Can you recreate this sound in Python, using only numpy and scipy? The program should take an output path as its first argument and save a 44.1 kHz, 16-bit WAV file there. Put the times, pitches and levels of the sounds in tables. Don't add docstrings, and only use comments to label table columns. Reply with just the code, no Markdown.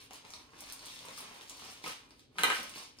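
import sys
import numpy as np
from scipy import signal
from scipy.fft import rfft, irfft, next_fast_len
from scipy.io import wavfile
from scipy.ndimage import map_coordinates

SR = 44100
rng = np.random.default_rng(int(sys.argv[2]) if len(sys.argv) > 2 else 0)


def attenuation_scalar(level_db):
    decades = np.asarray(level_db, float) / 20
    return 10 ** decades


def unload_audio(sound):
    columns = np.transpose(np.atleast_2d(sound))
    steps = np.round(np.clip(columns, -1, 1) * 32767)
    wavfile.write(sys.argv[1], SR, steps.astype(np.int16))


N = 132300

# f/Hz, relative density level/dB
BODY_COLOUR = [(120, -18), (170, -3), (260, -2.5), (400, -3), (700, -2.5), (1050, 2.5), (1500, -8),
               (2400, -5), (3300, -11.5), (5500, -120)]
CRACK_DELAY_S = 0.00093


def unit(x):
    return x / np.sqrt(np.mean(x ** 2) + 1e-20)


def along(points, hz):
    f, value = np.transpose(points)
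    return np.interp(np.log(hz + 1), np.log(f + 1), value)


def filtered(x, response):
    size = next_fast_len(x.shape[-1] + 8192)
    spectrum = rfft(x, size) * response(np.fft.rfftfreq(size, 1 / SR))
    return irfft(spectrum, size)[..., :x.shape[-1]]


def causal(colour):
    level_db = along(colour, np.fft.rfftfreq(2048, 1 / SR))
    cepstrum = irfft(np.log(attenuation_scalar(level_db) + 1e-6))
    cepstrum[1:1024] *= 2
    cepstrum[1025:] = 0
    pulse = irfft(np.exp(rfft(cepstrum)))[:1024]
    return pulse / np.linalg.norm(pulse)


def pair(two, alike):
    def mid_side_gains(hz):
        angle = np.arccos(np.clip(along(alike, hz), -1, 1)) / 2
        return np.array([np.cos(angle), np.sin(angle)])

    mid, side = filtered(two, mid_side_gains)
    return np.array([mid + side, mid - side])


def wobble(rate):
    knots = rng.standard_normal(int(N * rate / SR) + 4)
    return map_coordinates(knots, [np.arange(N) * rate / SR])


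def crease_colour(hz):
    # f/Hz, relative density level/dB
    film_colour = [(880, -22.5), (1500, -7.5), (3280, 1), (4200, 0.5), (6000, -1), (7460, -9), (8900, -7),
                   (11000, -15), (13500, -18.5), (16000, -24)]
    brighter_db = 9
    peak_db, peak_octaves = 5.5, 0.14
    f = np.geomspace(500, 16000, num=80)
    tilt_db = brighter_db * np.log2(hz / 4000) * np.log2(f / 4000)
    hump_db = peak_db * np.exp(-.5 * (np.log2(f / hz) / peak_octaves) ** 2)
    return np.transpose([f, along(film_colour, f) + tilt_db + hump_db])


def crackle():
    # t/s, film crackle level/dB, dull body over the film/dB
    handling = [(0, -54.5, -14), (0.088, -77, 6.5), (0.149, -54.5, -5.5), (.22, -72.5, -1),
                (.29, -63.5, -1.5), (.4, -64.5, -3), (.49, -78, 7), (.55, -68.5, 7.5), (.6, -58, -9),
                (.77, -61, -4), (.89, -56, -7.5), (.97, -56, -11.5), (1.1, -58.5, 1), (1.18, -51.5, -18.5),
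                (1.3, -59.5, -4.5), (1.389, -59, -2), (1.47, -61.5, -11), (1.602, -57, -2),
                (1.69, -56.5, -5), (1.82, -65, -3), (1.84, -54, -4), (1.875, -49.5, -3), (1.91, -49, -19),
                (1.979, -68.5, -9), (2.12, -78, 8), (2.21, -69.5, -8.5), (2.27, -89, -10), (2.33, -81, 3.5),
                (2.378, -59.5, -0.5), (2.389, -42.5, -9), (2.44, -49, 3), (2.55, -45.5, -19.5),
                (2.62, -54.5, -6.5), (2.72, -61.5, -3.5), (2.77, -50, -7), (2.83, -55.5, -11),
                (2.93, -78, -5.5), (3, -64, -1)]
    crease_pitches = [2300, 2850, 3600, 4400, 5300, 6500, 8400, 10250]
    creases_per_s, crease_spread_db, clump_db = 220, 4.2, 2.5
    s, level_db, body_db = np.transpose(handling)
    t = np.arange(N) / SR
    chance, size_draw, sign_draw = rng.random((3, len(crease_pitches) + 1, N))
    size = attenuation_scalar(-crease_spread_db * np.log(size_draw + .025))
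    *flips, thuds = (chance < creases_per_s / SR) * size * np.sign(sign_draw - .5)
    film = np.zeros(N)
    for flip, hz in zip(flips, crease_pitches):
        creases = signal.fftconvolve(flip, causal(crease_colour(hz)))[:N]
        film += creases * attenuation_scalar(clump_db * wobble(24.8))
    body = unit(signal.fftconvolve(thuds, causal(BODY_COLOUR))[:N])
    body *= attenuation_scalar(np.interp(t, s, body_db) + clump_db * wobble(17.57))
    return attenuation_scalar(np.interp(t, s, level_db)) * (unit(film) + body)


def rumble():
    # f/Hz, relative density level/dB
    rumble_colour = [(15, -56), (28, -24), (36, -11), (45, -0.5), (60, -8.5), (120, -3.5), (190, -16.5),
                     (263, -0.5), (335, -10.5), (463, -9.5), (714, -23.5), (2000, -32.5), (4250, -22),
                     (9000, -61), (15000, -62.5), (16500, -67)]
    # f/Hz, left-right likeness (1 = same)
    rumble_alike = [(40, 0.72), (200, 0.9), (600, 0.14), (5000, 0.39), (7500, .97)]
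    noise = filtered(rng.standard_normal((2, N)), lambda hz: attenuation_scalar(along(rumble_colour, hz)))
    level_db = -66 + 0.27 * wobble(1.5)
    return attenuation_scalar(level_db) * unit(pair(noise, rumble_alike))


def burst(t60, colour):
    t = np.arange(2048) / SR
    puff = .16 * rng.standard_normal(len(t)) * attenuation_scalar(-60 * t / t60)
    push = (t == 0) + puff
    b = np.convolve(push, causal(colour))[:len(t)]
    return b / np.abs(b).max()


def snaps():
    # t/s, shortly before the crack; crack peak level/dB, dull body over it/dB, pitch f/Hz
    snap_events = [(0.1079, -37.5, -2.5, 6500), (0.1325, -32, -28, 7100), (0.2495, -40, -4, 3600),
                   (0.3044, -34.5, -19, 6500), (0.3364, -31, -14, 3970), (0.589, -43, -12, 6000),
                   (0.6058, -28.5, -30.5, 9800), (0.638, -36, -34, 4500), (0.6993, -32.5, -17, 4400),
                   (0.7229, -25, -37, 9400), (0.7324, -34, -39, 9600), (0.7925, -36.5, -28, 4600),
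                   (0.8577, -30, -35, 8400), (0.866, -34, -18, 4200), (0.8832, -38, -16, 3560),
                   (0.96, -36, -20, 3600), (0.99, -34.5, -30, 4170), (1.053, -34, -15, 8300),
                   (1.0843, -35, -8.5, 3960), (1.1766, -32, -9, 8400), (1.223, -48, -27, 7500),
                   (1.4108, -37, -15, 3300), (1.476, -46, -33, 2560), (1.496, -27, -35, 7100),
                   (1.5047, -50, -5.5, 6560), (1.5942, -43, -4, 3490), (1.8394, -32.5, -2, 4670),
                   (1.8624, -31.5, -6.5, 2800), (1.879, -30, -28, 8900), (2.1067, -44, -12, 4970),
                   (2.194, -46.5, -10.5, 5000), (2.63, -28.5, -25, 9100), (2.694, -31, -21, 8400),
                   (2.7586, -34.5, -7.5, 3850), (2.9864, -39.5, -25, 5000)]
    out = np.zeros(N + SR)
    for s, db, body_db, hz in snap_events:
        crack = burst(0.006, crease_colour(hz))
        thud = attenuation_scalar(body_db) * burst(0.021, BODY_COLOUR)
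        start = round((s + CRACK_DELAY_S) * SR)
        out[start:][:len(crack)] += attenuation_scalar(db) * (crack + thud)
    return out[:N]


def knocks():
    # t/s, shortly before the crack; crack peak level/dB, brightness/(dB per octave)
    knock_events = [(1.86, -31, -2), (1.893, -35, -1), (1.869, -35, -0.5), (2.384, -18.5, 0.5),
                    (2.4326, -27.5, 1.5), (2.434, -7, 1.5), (2.452, -28, -9), (2.467, -30, -4),
                    (2.501, -15, -1.5), (2.519, -26, -3.5), (2.533, -29.5, 7), (2.558, -32.5, 2.5)]
    # f/Hz, relative density level/dB
    desk_colour = [(59, -57), (110, -31.5), (200, -29.5), (290, -9.5), (481, 2), (621, -4), (850, 5),
                   (1300, -5.5), (1800, 12.5), (2500, 4), (3200, 3), (4200, 0.5), (5530, -11), (9020, -5.5),
                   (11500, -12.5), (13800, -15), (16000, -25)]
    # f/Hz, relative level/dB, t60/s
    desk_modes = [(483, -22.5, 0.053), (991, -4, 0.033), (1269, -2, 0.05), (1540, -4.5, 0.038),
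                  (2066, -5, 0.042), (2454, -6, .035), (2873, -3, 0.038), (3166, -10, 0.026),
                  (3537, -10, 0.016), (4050, -1, 0.016)]
    ring_db, ring_scatter_db = -14, 3
    out, t = np.zeros(N + SR), np.arange(SR // 10) / SR
    for s, db, tilt_db in knock_events:
        crack = burst(0.005, [(f, g + tilt_db * np.log2(f / 2000)) for f, g in desk_colour])
        ring = np.zeros(len(t))
        for f, g, t60 in desk_modes:
            mode_db = g + tilt_db * np.log2(f / 2000) + ring_scatter_db * rng.standard_normal()
            ring += attenuation_scalar(mode_db - 60 * t / t60) * rng.choice([-1, 1]) * np.sin(2 * np.pi * f * t)
        ring *= 1 - np.exp(-t / 0.0004)
        start = round((s + CRACK_DELAY_S) * SR)
        out[start:][:len(crack)] += attenuation_scalar(db) * crack
        out[start:][:len(t)] += attenuation_scalar(db + ring_db) * ring
    return out[:N]


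def in_room(x, wet_db):
    # delay t/s, level/dB
    wall_echoes = [(.004, -25), (.0065, -12), (.0095, -13), (0.013, -16), (.019, -22)]
    # f/Hz, t60/s
    room_decay = [(150, 0.2), (1000, 0.39), (3000, 0.42), (7000, .28), (14000, 0.14)]
    # f/Hz, left-right likeness (1 = same)
    room_alike = [(100, 1), (500, 0.077), (1500, 0.04), (5000, 0.12), (7500, 0.19), (16000, 1)]
    near = x.copy()
    for s, db in wall_echoes:
        near += attenuation_scalar(db) * np.pad(x, (round(s * SR), 0))[:N]
    out = np.pad([near, near], ((0, 0), (0, SR)))
    step = SR // 10
    for start in range(0, N, step):
        hz, t, z = signal.stft(rng.standard_normal((2, SR // 2)), SR, nperseg=256)
        decay = attenuation_scalar(-60 * t / along(room_decay, hz)[:, None])
        tail = pair(signal.istft(z * decay, SR, nperseg=256)[1], room_alike)
        tail *= np.clip(np.arange(tail.shape[1]) / (0.002 * SR), 0, 1)
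        tail *= attenuation_scalar(wet_db) / np.linalg.norm(tail[0])
        wet = signal.fftconvolve(x[None, start:start + step], tail, axes=1)
        out[:, start:start + wet.shape[1]] += wet
    return out[:, :N]


def scene():
    pack = in_room(crackle(), 2) + in_room(snaps(), 1.5)
    desk = in_room(knocks(), 1)
    return pack + desk + rumble()


def band_limit(x):
    return signal.sosfilt(signal.butter(12, 16500, fs=SR, output="sos"), x)


def record(dry):
    # f/Hz, lead of the left/rad
    port_lead = [(0, 0), (1290, .5), (2070, 4), (4200, 6.3), (5700, 9.4), (6700, 11), (7500, 14.6),
                 (16300, 3.14), (22050, 0)]

    def port_phase(hz):
        lead = np.interp(hz, *np.transpose(port_lead))
        return np.exp(.5j * np.outer([1, -1], lead))

    ports = filtered(dry, port_phase)
    return band_limit(ports)


dry = scene()
out = record(dry)
unload_audio(out)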